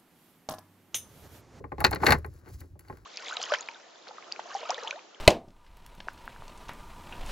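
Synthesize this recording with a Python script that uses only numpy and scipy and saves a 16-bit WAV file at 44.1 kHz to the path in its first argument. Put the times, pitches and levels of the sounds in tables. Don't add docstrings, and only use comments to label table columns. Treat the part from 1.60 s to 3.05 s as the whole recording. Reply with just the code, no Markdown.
import sys
import numpy as np
from scipy import signal
from scipy.fft import rfft, irfft, next_fast_len
from scipy.io import wavfile

SR = 44100
rng = np.random.default_rng(int(sys.argv[2]) if len(sys.argv) > 2 else 0)


def persist_wave(psi):
    counts = np.round(np.clip(psi, -1, 1) * 32767).astype(np.int16)
    wavfile.write(sys.argv[1], SR, np.atleast_2d(counts).T)


N = 63945

# (time [s], column thud [dB],
# hollow shroud knock [dB], plastic clack [dB], barrel ring [dB], key tick [dB])
CATCHES = [(0.002, -42, -57, -75, -85, -90), (0.0415, -41.5, -37, -43.5, -71, -80),
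           (0.1191, -36, -32.5, -38.5, -62, -82), (0.182, -35, -37.5, -44, -51.5, -69),
           (0.2042, -36, -33, -31, -40, -33), (0.2115, -44, -29, -36, -57, -62),
           (0.2187, -41, -32, -57, -56, -75), (0.242, -28, -21, -19, -19, -29.5),
           (0.2468, -28, -21.5, -18, -10, -31), (0.248, -30, -21, -16, -18.5, -31),
           (0.2657, -38, -37, -26, -26.5, -41.5), (0.3109, -52, -47, -51, -42, -34),
           (0.316, -36, -29.5, -36, -63, -48.5), (0.327, -33, -34, -34, -37, -61),
           (0.3312, -33.5, -28, -26, -27.5, -65), (0.347, -43.5, -50, -45, -39, -37.5),
           (0.359, -48.5, -36, -31.5, -36, -58.5), (0.364, -37, -40, -42, -55, -69.5),
           (0.403, -44, -41, -45, -55, -73), (0.414, -32.5, -46, -60, -67, -63.5),
           (0.427, -36.5, -39, -41, -57, -53), (0.4325, -32, -20, -25, -45, -57.5),
           (0.436, -29, -26, -30, -38, -49), (0.447, -32, -29, -42, -48, -38),
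           (0.459, -43, -31, -35, -32.5, -39), (0.4655, -31.5, -24, -16, -14.5, -33),
           (0.4675, -24, -25, -15, -21, -34), (0.472, -27, -27, -23, -31, -33.5),
           (0.478, -33, -29, -26, -33, -41), (0.4845, -23, -23, -21, -27.5, -43.5),
           (0.488, -26, -24, -24, -35, -44), (0.4917, -29, -23, -20, -32, -42),
           (0.4995, -24, -28, -28, -41, -48), (0.506, -25, -21, -16, -17.5, -27.5),
           (0.515, -26, -27, -29, -38, -45), (0.5213, -32, -22, -13, -17, -28),
           (0.5235, -30, -21, -18, -20, -36), (0.5295, -28, -24, -23, -35, -40.5),
           (0.538, -30, -31, -33, -43, -47), (0.548, -38.5, -31, -32, -48, -61),
           (0.585, -45.5, -61.5, -73, -65.5, -51.5), (0.6458, -42, -38, -36.5, -52, -58),
           (0.662, -47, -49.5, -60, -75, -53.5), (0.738, -57, -77, -80, -74, -61),
           (0.82, -59, -73, -80, -82, -85), (0.86, -52, -60, -59, -61, -73.5),
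           (0.871, -54.5, -56, -56, -72, -73), (0.879, -55, -56, -56, -72, -73),
           (0.887, -56, -62, -62, -70, -58.5), (0.898, -52, -59, -63, -66, -66),
           (0.937, -63, -67, -62, -59.5, -57.5), (1.005, -60, -66, -67, -53, -48.5),
           (1.0145, -51, -57, -50, -73.5, -71.5), (1.036, -52, -64, -69, -73, -78),
           (1.155, -54, -61, -76, -89, -93.5), (1.193, -63, -63, -55, -57.5, -47),
           (1.207, -66, -65, -62, -63, -60), (1.249, -68.5, -70, -59, -76, -75.5),
           (1.276, -65, -65, -60.5, -69.5, -73.5), (1.2834, -62, -61, -60, -53, -62),
           (1.299, -40, -37.5, -45, -69, -68), (1.326, -47, -54, -51, -63, -72),
           (1.371, -63, -68, -56, -61, -60.5)]


def amp(db):
    return 10 ** (np.asarray(db) / 20)


def evened(x):
    return x / np.sqrt(np.mean(x ** 2) + 1e-20)


def read(points, hz):
    f_hz, value = np.transpose(points)
    return np.interp(np.log(hz + 1), np.log(f_hz + 1), value)


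def level(points):
    time_s, level_db = np.transpose(points)
    return amp(np.interp(np.arange(N) / SR, time_s, level_db))


def add(mix, start_s, sound):
    part = mix[:, max(round(start_s * SR), 0):][:, :sound.shape[1]]
    part += sound[:, :part.shape[1]]


def causal(points, size=4096):
    log_gain = np.log(amp(read(points, abs(np.fft.fftfreq(size, 1 / SR)))))
    spectrum = np.exp(np.conj(signal.hilbert(log_gain)))
    taps = np.fft.ifft(spectrum).real[:size // 2]
    return taps / np.linalg.norm(taps)


def coloured(x, points):
    return signal.fftconvolve(x, causal(points)[None], axes=1)[:, :x.shape[1]]


def ports(x):
    # (frequency [Hz], coherence [0-1])
    likeness = [(50, .96), (250, .82), (700, .68), (2000, .72), (4300, .97), (7500, .92), (12000, .86)]
    # (frequency [Hz], left minus right [dB])
    lean_db = [(60, 0), (100, 0), (160, 5), (270, -1.5), (450, -1), (740, 2.5), (1220, 5), (2010, 6.5),
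               (3330, 2.5), (5500, 2.5), (9080, 0), (15000, -.5)]
    # (frequency [Hz], left leads by [rad])
    lead_rad = [(60, 0), (860, 0.7), (1380, 1.56), (1810, 0.86), (3620, 0.67), (7600, 1), (8400, -2.5),
                (11500, -6.5), (15200, -12)]
    size = next_fast_len(N + SR // 4)
    hz = np.fft.rfftfreq(size, 1 / SR)
    a, b = rfft(x, size)
    same = np.clip(read(likeness, hz), 0, 1)
    lean = amp(read(lean_db, hz))
    right = same * a + np.sqrt(1 - same ** 2) * b
    right = right * np.exp(-1j * read(lead_rad, hz))
    power_keeping = np.sqrt(2 / (1 + lean ** 2))
    return irfft(np.array([a * lean, right]) * power_keeping, size)[:, :N]


def part_of_catches(column, colour, dying, modes, rise_per_s=0):
    trim_db, rise_s, early_t60_s, tail_db, tail_t60_s, modes_db, softening, crack_db = dying
    mode_scatter_db = 1.5
    levels_db = np.transpose(CATCHES)[column]
    hardest = np.argmax(levels_db)
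    t, out = np.arange(SR // 6) / SR, np.zeros((2, N))
    onset = 1 - np.exp(-t / rise_s)
    early = np.exp(-np.log(1000) * t / early_t60_s)
    tail = amp(tail_db) * np.exp(-np.log(1000) * t / tail_t60_s)
    shape = onset * (early + tail)
    shape /= shape.max()
    size = np.linalg.norm(shape)
    hz, mode_db, t60_s = np.transpose(modes)[:, :, None]
    for row, db in zip(CATCHES, levels_db):
        pitch = 1 + rise_per_s * (row[0] - CATCHES[hardest][0])
        blow = shape * rng.standard_normal((2, len(t)))
        blow[0, 0] += amp(crack_db) * size
        dense = coloured(blow, [(f_hz * pitch, gain_db) for f_hz, gain_db in colour])
        dense *= size / np.linalg.norm(dense, axis=1, keepdims=True)
        rings = amp(mode_db) * onset * np.exp((2j * np.pi * hz * pitch - np.log(1000) / t60_s) * t)
        struck = amp(mode_scatter_db * rng.standard_normal((2, len(modes)))) + 0j
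        struck[1] *= np.exp(2j * np.pi * rng.random(len(modes)))
        clear = (struck @ rings).imag
        burst = dense + amp(modes_db + softening * (db - levels_db[hardest])) * clear
        burst *= size / np.linalg.norm(burst, axis=1, keepdims=True)
        add(out, row[0], amp(trim_db + db) * burst)
    return out


def column_thuds():
    # (frequency [Hz], level [dB])
    colour = [(50, -25), (115, -3.5), (150, -2), (205, -5), (320, 0), (450, 0), (600, -8), (900, -33.5),
              (2000, -73.5)]
    # (trim [dB], rise [s], early t60 [s], cabin tail [dB], tail t60 [s],
    # clear modes [dB], softening [dB/dB], first crack [dB])
    dying = (-1, .004, .08, -14, .2, -2, -.2, -14)
    # (frequency [Hz], level [dB], t60 [s])
    modes = [(144, -3, .13), (292, -7, .08), (378, 0, .08), (455, -7, .11), (567, -10, .11)]
    return part_of_catches(1, colour, dying, modes)


def shroud_knocks():
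    # (frequency [Hz], level [dB])
    colour = [(250, -34), (560, -11), (720, -5), (835, 0), (950, -5), (1100, -1.5), (1350, -11),
              (2300, -50)]
    # (trim [dB], rise [s], early t60 [s], cabin tail [dB], tail t60 [s],
    # clear modes [dB], softening [dB/dB], first crack [dB])
    dying = (0, .0012, .04, -16, .125, -1.5, -.6, -7)
    # (frequency [Hz], level [dB], t60 [s])
    modes = [(800, -7, .04), (850, 1, .05), (1055, -5, .07), (1150, -10, .06)]
    return part_of_catches(2, colour, dying, modes)


def plastic_clacks():
    # (frequency [Hz], level [dB])
    colour = [(600, -30), (1150, -6), (1450, 0), (1720, -2), (2030, -.5), (2300, -10), (2600, -19),
              (3200, -38), (6000, -68)]
    # (trim [dB], rise [s], early t60 [s], cabin tail [dB], tail t60 [s],
    # clear modes [dB], softening [dB/dB], first crack [dB])
    dying = (-.5, .0005, .03, -14, .11, -2.5, -.1, -4)
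    # (frequency [Hz], level [dB], t60 [s])
    modes = [(1380, -11, .06), (1530, -5, .05), (1650, -10, .05), (1872, -7, .045), (1985, -9, .045),
             (2112, -9, .06), (2375, -17, .07)]
    return part_of_catches(3, colour, dying, modes)


def barrel_rings():
    # (frequency [Hz], level [dB])
    colour = [(1500, -32), (2300, -9), (2700, -5), (3350, -18), (3700, -8), (3950, -7), (4290, 3),
              (4650, -7), (5200, -15), (5800, -15), (6500, -19), (7600, -19), (8800, -36), (13000, -56)]
    # (trim [dB], rise [s], early t60 [s], cabin tail [dB], tail t60 [s],
    # clear modes [dB], softening [dB/dB], first crack [dB])
    dying = (-1.7, .0007, .012, -18, .075, 0, .45, -10)
    # (frequency [Hz], level [dB], t60 [s])
    modes = [(2538, -10, .07), (2783, -10, .04), (4151, -5, .03), (4305, 2, .022), (4400, -13, .05)]
    return part_of_catches(4, colour, dying, modes, rise_per_s=.04)


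def key_ticks():
    # (frequency [Hz], level [dB])
    colour = [(3000, -40), (5000, -16), (7200, -11), (9000, -21), (10200, -2.5), (11400, -3.5),
              (13300, -10), (15300, -6), (16500, -11)]
    # (trim [dB], rise [s], early t60 [s], cabin tail [dB], tail t60 [s],
    # clear modes [dB], softening [dB/dB], first crack [dB])
    dying = (1, .0003, .015, -17, .075, -1, 0, -8)
    # (frequency [Hz], level [dB], t60 [s])
    modes = [(7400, -13, .03), (10300, -11, .03), (11300, -8, .03), (15400, -9, .025)]
    return part_of_catches(5, colour, dying, modes)


def rumble():
    # (time [s], level [dB])
    push = [(0, -47), (.05, -48), (.105, -53), (.135, -44), (.19, -39), (.25, -32), (.28, -39), (.305, -29),
            (.355, -40), (.42, -42), (.475, -34), (.52, -26), (.56, -34), (.595, -33), (.625, -42),
            (.665, -37), (.705, -39), (.735, -52), (.77, -47), (.83, -58), (.9, -50), (.958, -37.5),
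            (.985, -48), (1.02, -44), (1.09, -59), (1.132, -45), (1.19, -60), (1.27, -55), (1.33, -45),
            (1.36, -53), (1.45, -56)]
    # (frequency [Hz], level [dB])
    colour = [(15, -27), (30, -12), (55, -4), (80, 1), (120, -5), (170, -19), (250, -31), (350, -33),
              (500, -49), (1000, -66), (3000, -88)]
    rumble_db, shudder_db = -3, -6
    shudder_hz, wander_share, wander_s = 83, .13, .04
    shake = evened(coloured(rng.standard_normal((2, N + SR)), colour)[:, SR:])
    smoother = np.hanning(round(wander_s * SR))
    drift = evened(signal.fftconvolve(rng.standard_normal(N), smoother, "same"))
    phase_rad = 2 * np.pi * np.cumsum(shudder_hz * (1 + wander_share * drift)) / SR
    shudder = np.sqrt(2) * np.sin(phase_rad)
    return level(push) * (ports(amp(rumble_db) * shake) + amp(shudder_db) * shudder)


def friction(curve, colour, per_s, spread_db):
    size_db = spread_db * np.minimum(rng.exponential(1, N), 4)
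    slips = (rng.random(N) < per_s / SR) * amp(size_db)
    signed = slips * rng.choice([-1., 1.], (2, N))
    return level(curve) * evened(coloured(signed, colour))


def scrape():
    # (time [s], level [dB])
    curve = [(0, -68), (.03, -73), (.165, -75), (.2, -49.5), (.29, -51), (.385, -57), (.425, -42),
             (.46, -34), (.5, -31), (.535, -36), (.575, -51), (.62, -65), (.7, -69), (.835, -67),
             (.875, -56), (.92, -65), (.99, -71), (1.045, -66), (1.085, -84), (1.18, -88), (1.22, -72),
             (1.29, -63), (1.38, -64), (1.45, -72)]
    # (frequency [Hz], level [dB])
    colour = [(100, -14.5), (340, 1), (520, -6), (900, -3.5), (1500, -1), (2100, -11.5), (3300, -25.5),
              (4300, -15.5), (5200, -21), (7500, -23.5), (9000, -33.5), (11000, -22.5), (13300, -35),
              (15500, -26)]
    return friction(curve, colour, per_s=1700, spread_db=3.6)


def cabin_air():
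    # (frequency [Hz], level [dB])
    colour = [(15, -12), (35, -5), (70, 2), (200, -7), (330, -2), (440, -19), (1500, -28), (3300, -39),
              (8000, -42), (16000, -43)]
    air_db = -62
    return amp(air_db) * evened(coloured(rng.standard_normal((2, N)), colour))


def chatter():
    # (time [s], level [dB])
    curve = [(.42, -90), (.445, -58), (.47, -41), (.5, -43), (.53, -41), (.555, -60), (.6, -95)]
    # (frequency [Hz], level [dB])
    colour = [(1000, -25), (2300, 0), (3300, -13), (4300, 1), (5300, -9), (7500, -9), (9000, -22),
              (11000, -8), (15500, -15)]
    return friction(curve, colour, per_s=900, spread_db=3)


def glove_rub():
    # (time [s], level [dB])
    curve = [(0, -84), (.6, -79), (.76, -70.5), (.795, -69), (.83, -84), (.9, -64), (.92, -65), (.94, -57),
             (.975, -70), (1.008, -58), (1.03, -72), (1.09, -77), (1.135, -83), (1.18, -94), (1.22, -76),
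             (1.33, -73), (1.45, -79)]
    # (frequency [Hz], level [dB])
    colour = [(500, -12), (2000, -3.5), (3200, -9), (4600, -0.5), (7300, -1), (9000, -8), (11200, 0.5),
              (13300, -10), (15400, -2), (16500, -7)]
    return friction(curve, colour, per_s=7600, spread_db=3)


def scene():
    catches = column_thuds() + shroud_knocks() + plastic_clacks() + barrel_rings() + key_ticks()
    rubbing = scrape() + chatter() + glove_rub()
    return ports(catches + rubbing + cabin_air()) + rumble()


def record(dry):
    edge_hz = 16100
    taps = signal.firwin(255, edge_hz, window=("kaiser", 8), fs=SR)
    return signal.oaconvolve(dry, taps[None], "same")


dry = scene()
out = record(dry)
persist_wave(out)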